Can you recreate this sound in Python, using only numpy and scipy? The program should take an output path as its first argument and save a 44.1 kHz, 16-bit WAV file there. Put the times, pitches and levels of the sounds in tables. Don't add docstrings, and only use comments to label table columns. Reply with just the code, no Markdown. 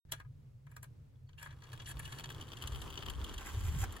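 import sys
import numpy as np
from scipy import signal
from scipy.fft import rfft, irfft, next_fast_len
from scipy.io import wavfile
from scipy.ndimage import uniform_filter1d, map_coordinates

SR = 44100
rng = np.random.default_rng(int(sys.argv[2]) if len(sys.argv) > 2 else 0)


def pcm_store(signal):
    levels = np.round(np.clip(np.atleast_2d(signal), -1, 1) * 32767)
    wavfile.write(sys.argv[1], SR, levels.astype(np.int16).T)


def field_ratio(decibels):
    return 10 ** (np.asarray(decibels, dtype=float) / 20)


N = 176400

# [f/Hz, width/Hz, level/dB]
SHELL = [(481, 182, -13.5), (973, 112, -8), (1226, 66, -3.5), (1627.5, 124, -2), (2355, 300, -12)]
# [f/Hz, width/Hz, level/dB]
FRAME = [(2800, 320, -4), (3300, 280, 0), (3750, 350, -6), (4400, 400, -7), (6300, 700, -12)]
# [f/Hz, width/Hz, level/dB]
STEEL = [(7240, 730, -6.5), (9730, 470, -3), (10750, 370, -2.5), (12500, 1260, -8.5), (15050, 1200, -16.5)]


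def unit(x):
    return x / np.sqrt(np.mean(x ** 2) + 1e-20)


def curve(rows):
    s, value = np.transpose(rows)[:2]
    return np.interp(np.arange(N) / SR, s, value)


def wobble(rate):
    knots = rng.standard_normal(int(N * rate / SR) + 4)
    return map_coordinates(knots, [np.arange(N) * rate / SR])


def filtered(x, response):
    m = next_fast_len(N + 8192)
    return irfft(rfft(x, m) * response(np.fft.rfftfreq(m, 1 / SR)), m)[..., :N]


def shaped(x, points):
    f, db = np.transpose(points)
    return unit(filtered(x, lambda hz: field_ratio(np.interp(np.log(hz + 1), np.log(f + 1), db))))


def rung(x, body):
    def response(f):
        total = 0
        for k, (centre, width, db) in enumerate(body):
            drag = 1j * f * width
            total = total + (-1) ** k * field_ratio(db) * drag / (centre ** 2 - f ** 2 + drag)
        return total
    return filtered(x, response)


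def pair(alike):
    a, b = rng.standard_normal((2, N))
    angle = np.arccos(np.clip(alike, 0, 1)) / 2
    shared, apart = np.cos(angle) * a, np.sin(angle) * b
    return np.array([shared + apart, shared - apart])


def gritty(rate, depth_db):
    return unit(rng.standard_normal(N) * field_ratio(depth_db * wobble(rate)))


def stroke(s, length, rise_s, stop_s):
    t = np.arange(N) / SR
    return np.clip(np.minimum((t - s) / rise_s, (s + length - t) / stop_s), 0, 1)


def placed(x, lag_s, pan_db, wet_db, t60=0.046):
    t = np.arange(SR // 8) / SR
    tail = rng.standard_normal((2, len(t))) * field_ratio(-60 * t / t60)
    wet = signal.fftconvolve(x[None], tail / np.linalg.norm(tail[0]), axes=1)[:, :N]
    wet = filtered(wet, lambda hz: 1 / (1 + 1j * hz / 7000))
    lags = np.array([[lag_s], [-lag_s]])
    pans = np.array([[pan_db], [-pan_db]])
    direct = filtered(x, lambda hz: np.exp(-1j * np.pi * hz * (1 - 0.59 / (1 + (hz / 2100) ** 8)) * lags))
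    return filtered(direct + field_ratio(wet_db) * wet, lambda hz: field_ratio(pans / (1 + (hz / 4000) ** 4)))


def wind():
    # [t/s, level/dB]
    gust_points = [(.05, -57), (.5, -68.5), (1.3, -66.5), (1.75, -72), (2.0, -50.5), (2.15, -58),
                   (2.5, -62), (2.75, -47.5), (3.0, -51.5), (3.22, -42.5), (3.29, -48), (3.4, -47.5),
                   (3.47, -49), (3.57, -42.5), (3.63, -41.5), (3.78, -39.5), (3.9, -42), (4, -57.5)]
    # [f/Hz, level/dB]
    gust_colour = [(15, -28), (35, 1.5), (60, 3), (100, -1), (200, -36), (320, -92)]
    # [t/s, level/dB]
    traffic_points = [(0, -54.5), (1.3, -56.5), (1.7, -50), (2.4, -50), (3.0, -52), (3.3, -62.5), (4, -72)]
    # [f/Hz, level/dB]
    traffic_colour = [(50, -14.5), (85, -5), (125, -1), (150, -3.5), (175, -56), (260, -60.5)]
    # [f/Hz, level/dB]
    hush_colour = [(110, -61), (190, 1.5), (302, -7), (350, -12), (471, -9), (645, -18), (15900, -39.5)]
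    hush_db = -73

    air = shaped(pair(0.69), gust_colour)
    power = np.abs(uniform_filter1d(np.mean(air ** 2, axis=0), SR // 25))
    steady = air / (power + .05) ** .3
    gusts = unit(steady * field_ratio(2 * wobble(16)))
    gust_db = curve(gust_points)
    flutter = unit(filtered(gusts, lambda hz: np.minimum(hz, 300) ** 5))
    flutter = field_ratio(2.4 * (gust_db - gust_db.max()) - 8.0) * flutter
    traffic = unit(shaped(pair(0.96), traffic_colour) * field_ratio(1.05 * wobble(11)))
    hush = field_ratio(hush_db + 1.4 * wobble(4.9)) * shaped(pair(0.071), hush_colour)
    return field_ratio(gust_db) * (gusts + flutter) + field_ratio(curve(traffic_points)) * traffic + hush


def thumps():
    # [t/s, f/Hz, length/s, level/dB]
    slaps = [(1.97, 56.5, 0.023, -39), (2.656, 69.4, 0.0086, -35.5), (2.735, 59, 0.017, -35.5),
             (3.206, 66, 0.042, -34.5), (3.378, 60, 0.014, -41), (3.55, 69.4, 0.011, -34),
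             (3.58, 94.4, .012, -29.5), (3.657, 94, 0.015, -31.5), (3.692, 71, 0.0087, -26),
             (3.718, 74.4, 0.0081, -29), (3.766, 132, 0.0084, -30.5), (3.785, 83.7, 0.013, -41),
             (3.831, 79, 0.009, -30)]
    t = np.arange(N) / SR
    out = np.zeros(N)
    for s, hz, length, db in slaps:
        swell = np.exp(-((t - s) / length) ** 2)
        out += field_ratio(db) * swell * np.cos(2 * np.pi * hz * (t - s))
    return out


def bird():
    # [t/s, length/s, from f/Hz, to f/Hz, level/dB]
    chirps = [
        (1.15, .025, 3000, 4200, -83),
        (1.262, .03, 4300, 4600, -82),
    ]
    out = np.zeros(N)
    for s, length, from_hz, to_hz, db in chirps:
        u = np.arange(int(length * SR)) / (length * SR)
        turns = np.cumsum(from_hz + (to_hz - from_hz) * u) / SR
        out[int(s * SR):][:len(u)] += field_ratio(db) * np.sin(np.pi * u) * np.sin(2 * np.pi * turns)
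    return out * (1 + 1.2 * wobble(410))


def scuffs():
    # [t/s, length/s, level/dB, bright tilt/dB]
    scrapes = [
        (3.368, 0.081, -51.5, -5),
        (3.435, 0.078, -50.5, -1),
        (3.498, 0.2, -60.5, 4),
        (3.645, 0.16, -60, 4),
        (3.769, 0.084, -53, 6.5),
        (3.819, 0.039, -45, -5.5),
    ]
    # [f/Hz, level/dB]
    gravel = [(180, -37), (300, -9.5), (712, -6), (1580, 0.5), (4570, -16), (7530, -6.5), (9190, -16),
              (11400, -12.5), (15900, -9)]
    grit = shaped(gritty(300, 3) * field_ratio(1.5 * wobble(55)), gravel)
    low = filtered(grit, lambda hz: 1 / (1 + (hz / 3400) ** 4))
    high = grit - low
    out = np.zeros(N)
    for s, length, db, bright_db in scrapes:
        out += stroke(s, length, 0.032, 0.017) * field_ratio(db) * (low + field_ratio(bright_db) * high)
    return out


def hollow_rings():
    # [t/s, f/Hz, width/Hz, level/dB]
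    taps = [
        (.128, 4130, 29.8, -4.5),
        (1.381, 2760, 50, -10),
        (3.834, 760, 70, -1),
        (3.836, 1750, 150, -9),
    ]
    out = np.zeros(N)
    for s, hz, width, db in taps:
        tap = field_ratio(db) * (np.arange(N) == round(s * SR))
        out += rung(tap, [(hz, width, 0)])
    return out


def rolling():
    # [t/s, level/dB]
    roll_points = [(1.45, -71), (1.9, -60.5), (2.55, -56), (3.0, -53.5), (3.5, -56.5), (4, -56)]
    # [f/Hz, level/dB]
    rail = [(110, -54), (170, 1), (400, -1), (650, -10.5), (1100, -3), (2200, -17), (5000, -23.5),
            (15900, -34.5)]
    on = np.clip((np.arange(N) / SR - roll_points[0][0]) / 0.016, 0, 1)
    grind = shaped(pair(.7) * field_ratio(1.5 * wobble(200)), rail)
    return on * field_ratio(curve(roll_points) + 2.2 * wobble(22)) * grind


def slips():
    # [t/s, length/s, shell level/dB, frame level/dB, steel level/dB]
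    skids = [
        (0.082, 0.059, -73, -81.5, -89),
        (0.132, 0.092, -69, -77, -79),
        (.69, .07, -77.5, -87, -85),
        (1.371, 0.11, -64.5, -72.5, -70),
        (1.38, .03, -80, -73, -83),
        (1.401, 0.14, -63.5, -74, -81),
        (1.51, 0.29, -96, -92, -90),
        (1.86, 0.067, -57, -56.5, -53),
        (2.009, 0.21, -64, -67, -66),
        (2.69, 0.192, -83, -76, -65.5),
    ]
    hisses = [unit(rung(gritty(300, 3), body)) for body in (SHELL, FRAME, STEEL)]
    return sum(stroke(s, length, 0.013, 0.0092) * (field_ratio(dbs) @ hisses) for s, length, *dbs in skids)


def rattles():
    # [t/s, peak level/dB]
    hits = [(1.6716, -57), (1.6911, -55), (1.7204, -50), (1.7534, -54), (1.7764, -52.5), (1.8174, -54),
            (1.8314, -65), (1.9624, -56), (1.9704, -46), (2.0034, -56), (2.0303, -54), (2.0617, -51),
            (2.0774, -43), (2.1374, -54), (2.1474, -50), (2.1974, -40), (2.2084, -43.5), (2.2584, -42.5),
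            (2.2914, -43.5), (2.3194, -45.5), (2.3476, -49), (2.3984, -72), (2.4174, -56), (2.4249, -47),
            (2.4867, -53), (2.5037, -57), (2.5192, -45.5), (2.5341, -42.5), (2.615, -47), (2.6389, -40.5),
            (2.7482, -46), (2.7591, -43), (2.8404, -62), (2.8784, -47.5), (2.9033, -44), (2.9264, -47),
            (2.9332, -50), (2.9414, -47), (2.9564, -46), (2.9759, -42), (2.9904, -48), (3.026, -44.5),
            (3.0344, -41), (3.0639, -41.5), (3.0849, -42), (3.1373, -50), (3.2151, -45.5), (3.4644, -51),
            (3.5554, -49), (3.6114, -47.5), (3.6914, -52), (3.7484, -48.5)]
    # [f/Hz, level/dB]
    tones = [(3243, 0.5), (3027, -7.5), (2610, -10.5), (4400, -8.5), (964, -8), (1280, -12), (1530, -7),
             (2400, -12.5)]
    ring_s, gain_db, snap_db = 0.009, -0.5, -2.5
    t, out = np.arange(SR // 30) / SR, np.zeros(N + SR)
    hz, level = np.transpose(tones)
    chance = rng.standard_normal((len(hits), 2, len(hz)))
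    clicks = np.diff(rng.standard_normal((len(hits), len(t) + 1)))
    snaps = field_ratio(snap_db - 60 * t / 0.0029) * clicks
    for (s, db), (size, tune), snap in zip(hits, chance, snaps):
        detuned = hz * (1 + .028 * tune)
        ring = field_ratio(level + 3 * size) @ np.sin(2 * np.pi * detuned[:, None] * t)
        out[round(s * SR):][:len(t)] += field_ratio(db + gain_db) * (field_ratio(-60 * t / ring_s) * ring + snap)
    return out[:N]


def blows(rows, hold_s, crack_db, shell_db, frame_db, steel_db):
    lead_s, lead_db = .006, -20
    s, db, low, high = np.transpose(rows)
    t = np.arange(SR // 10) / SR - lead_s
    crack = [(4920, 14000, 0.0077)]
    parts = ((SHELL, low + shell_db, .045), (FRAME, 0 * db + frame_db, .018),
             (STEEL, high + steel_db, .022), (crack, high / 2 + crack_db, .015))
    out = 0
    for body, gain, t60 in parts:
        scrape = field_ratio(lead_db / 2 + 3000 * t)
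        fade = field_ratio(-60 * np.maximum(t - hold_s, 0) / t60)
        shape = np.where(t < 0, scrape, fade)
        at = np.zeros(N)
        at[np.round((s - lead_s) * SR).astype(int)] = field_ratio(db + gain)
        out = out + rung(signal.fftconvolve(at, shape)[:N] * gritty(700, 2), body)
    return out


def gears():
    # [t/s, level/dB]
    whir_points = [(1.52, -81.5), (1.72, -69.5), (2.2, -65), (2.45, -66), (2.75, -62.5), (3.08, -66.5),
                   (3.13, -65), (3.3, -64.5), (3.5, -62), (4, -66)]
    # [t/s, speed/turns per s]
    speed_points = [(1.5, 8.5), (1.75, 11.1), (2.25, 15.4), (2.7, 23.5), (3.1, 23), (4, 21.7)]
    bites = [0, -4, -2, -5, -1, -4]
    teeth = np.cumsum(curve(speed_points)) * len(bites) / SR + .15 * wobble(70)
    k = np.floor(teeth).astype(int)
    chance_db = 2 * rng.standard_normal(N // 100)
    size = field_ratio(np.array(bites)[k % len(bites)] + chance_db[k])
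    ping = rung(size * np.diff(k, prepend=k[0]), FRAME)
    click = unit(rung(ping, [(3300, 1100, 0)]))
    rub = unit(size * field_ratio(-25 * (teeth - k)) * rng.standard_normal(N))
    level = field_ratio(curve(whir_points)) * (np.arange(N) > whir_points[0][0] * SR)
    rubbed = field_ratio(14) * rung(rub, FRAME) + field_ratio(13.0) * rung(rub, SHELL) + field_ratio(6.5) * rung(rub, STEEL)
    return level * (field_ratio(-9) * click + rubbed)


def scene():
    # [t/s, peak level/dB, tin shell level/dB, bright steel level/dB]
    tick_rows = [(0.1201, -20, -10, -13.5), (0.1324, -32.5, -5.5, -39), (0.1994, -44, 2.5, -25),
                 (0.2474, -69.5, 15, -24), (0.6669, -57, 6, -18.5), (0.7147, -65.5, 11, 2.5),
                 (0.7645, -45, 1, -9), (0.8286, -48.5, 3.5, 1.5), (0.8404, -45, -5.5, -16.5),
                 (1.29, -49, -8, -44), (1.331, -52.5, -9, -43), (1.3853, -41.5, -28, -45),
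                 (1.4272, -40, 0, -11), (1.4582, -46, 7, -29), (1.507, -40, -19, -47),
                 (1.6207, -42, -4.5, -37), (1.6383, -37.5, -14, -53), (1.6514, -58, 0, -16)]
    # [t/s, peak level/dB, tin shell level/dB, bright steel level/dB]
    knock_rows = [(1.73, -45.5, 2.5, -11), (1.7978, -41, -8.5, -47), (1.858, -40.5, -19, -26),
                  (1.9924, -43.5, 5.5, -3), (2.0518, -39.5, -18, -16.5), (2.1219, -39.5, -1.5, -14),
                  (2.1843, -41, -6, -13.5), (2.2397, -34, -4, -23), (2.3008, -39, -2, -15.5),
                  (2.4101, -39.5, -18, -17.5), (2.5685, -45.5, -1, -14), (2.6218, -38.5, -6, -11),
                  (2.6723, -37, -7.5, -8.5), (2.72, -44.5, 0, -16), (2.8165, -40, -7, -11.5),
                  (2.9022, -42, -13, -19), (2.9744, -36.5, -11, -36), (3.0046, -44, -14, -30),
                  (3.0216, -42, -3, -23), (3.0593, -37.5, -10.5, -19), (3.0982, -37.5, -5, -11.5),
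                  (3.2415, -39, -13, -11.5), (3.292, -43, -28, -18), (3.3383, -38.5, -7, -17),
                  (3.3792, -39, -8, -15.5), (3.9225, -49.5, -4, -3), (3.9646, -47, 5, -9.5)]
    near_lag_s, far_lag_s = 0.00027, .000257
    engine_wet_db, pass_s = -1.5, 2.55

    ticks = blows(tick_rows, hold_s=0.0033, crack_db=-7.0, shell_db=10, frame_db=-4, steel_db=11)
    knocks = blows(knock_rows, hold_s=0.0043, crack_db=-40.0, shell_db=10.5, frame_db=5.5, steel_db=13.5)
    engine = knocks + gears() + slips() + rattles()
    before = stroke(-1.086, pass_s + 1, 1, 0.35)

    garden = wind() + thumps() + bird()
    feet = placed(scuffs() + hollow_rings(), -0.000097, -0.16, 3.3)
    start = placed(ticks, far_lag_s, 1.0, -2.5, t60=0.084)
    near = placed(engine * before, near_lag_s, 1.8, engine_wet_db)
    away = placed(engine * (1 - before), far_lag_s, 2.7, engine_wet_db)
    return garden + feet + rolling() + start + near + away


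def band_limit(x):
    return signal.sosfilt(signal.butter(12, 16790, fs=SR, output="sos"), x)


def record(dry):
    # [f/Hz, width/Hz, depth/0-1]
    dips = [(9250, 330, .7), (13550, 420, .7)]
    start_s, top_hz = 0.0515, 15950

    def ports(hz):
        passed = hz < top_hz
        for centre, width, depth in dips:
            passed = passed * (1 - np.clip(depth, 0, 1) * np.exp(-((hz - centre) / width) ** 2))
        return passed

    opened = dry * (np.arange(N) > start_s * SR)
    return band_limit(filtered(opened, ports))


dry = scene()
out = record(dry)
pcm_store(out)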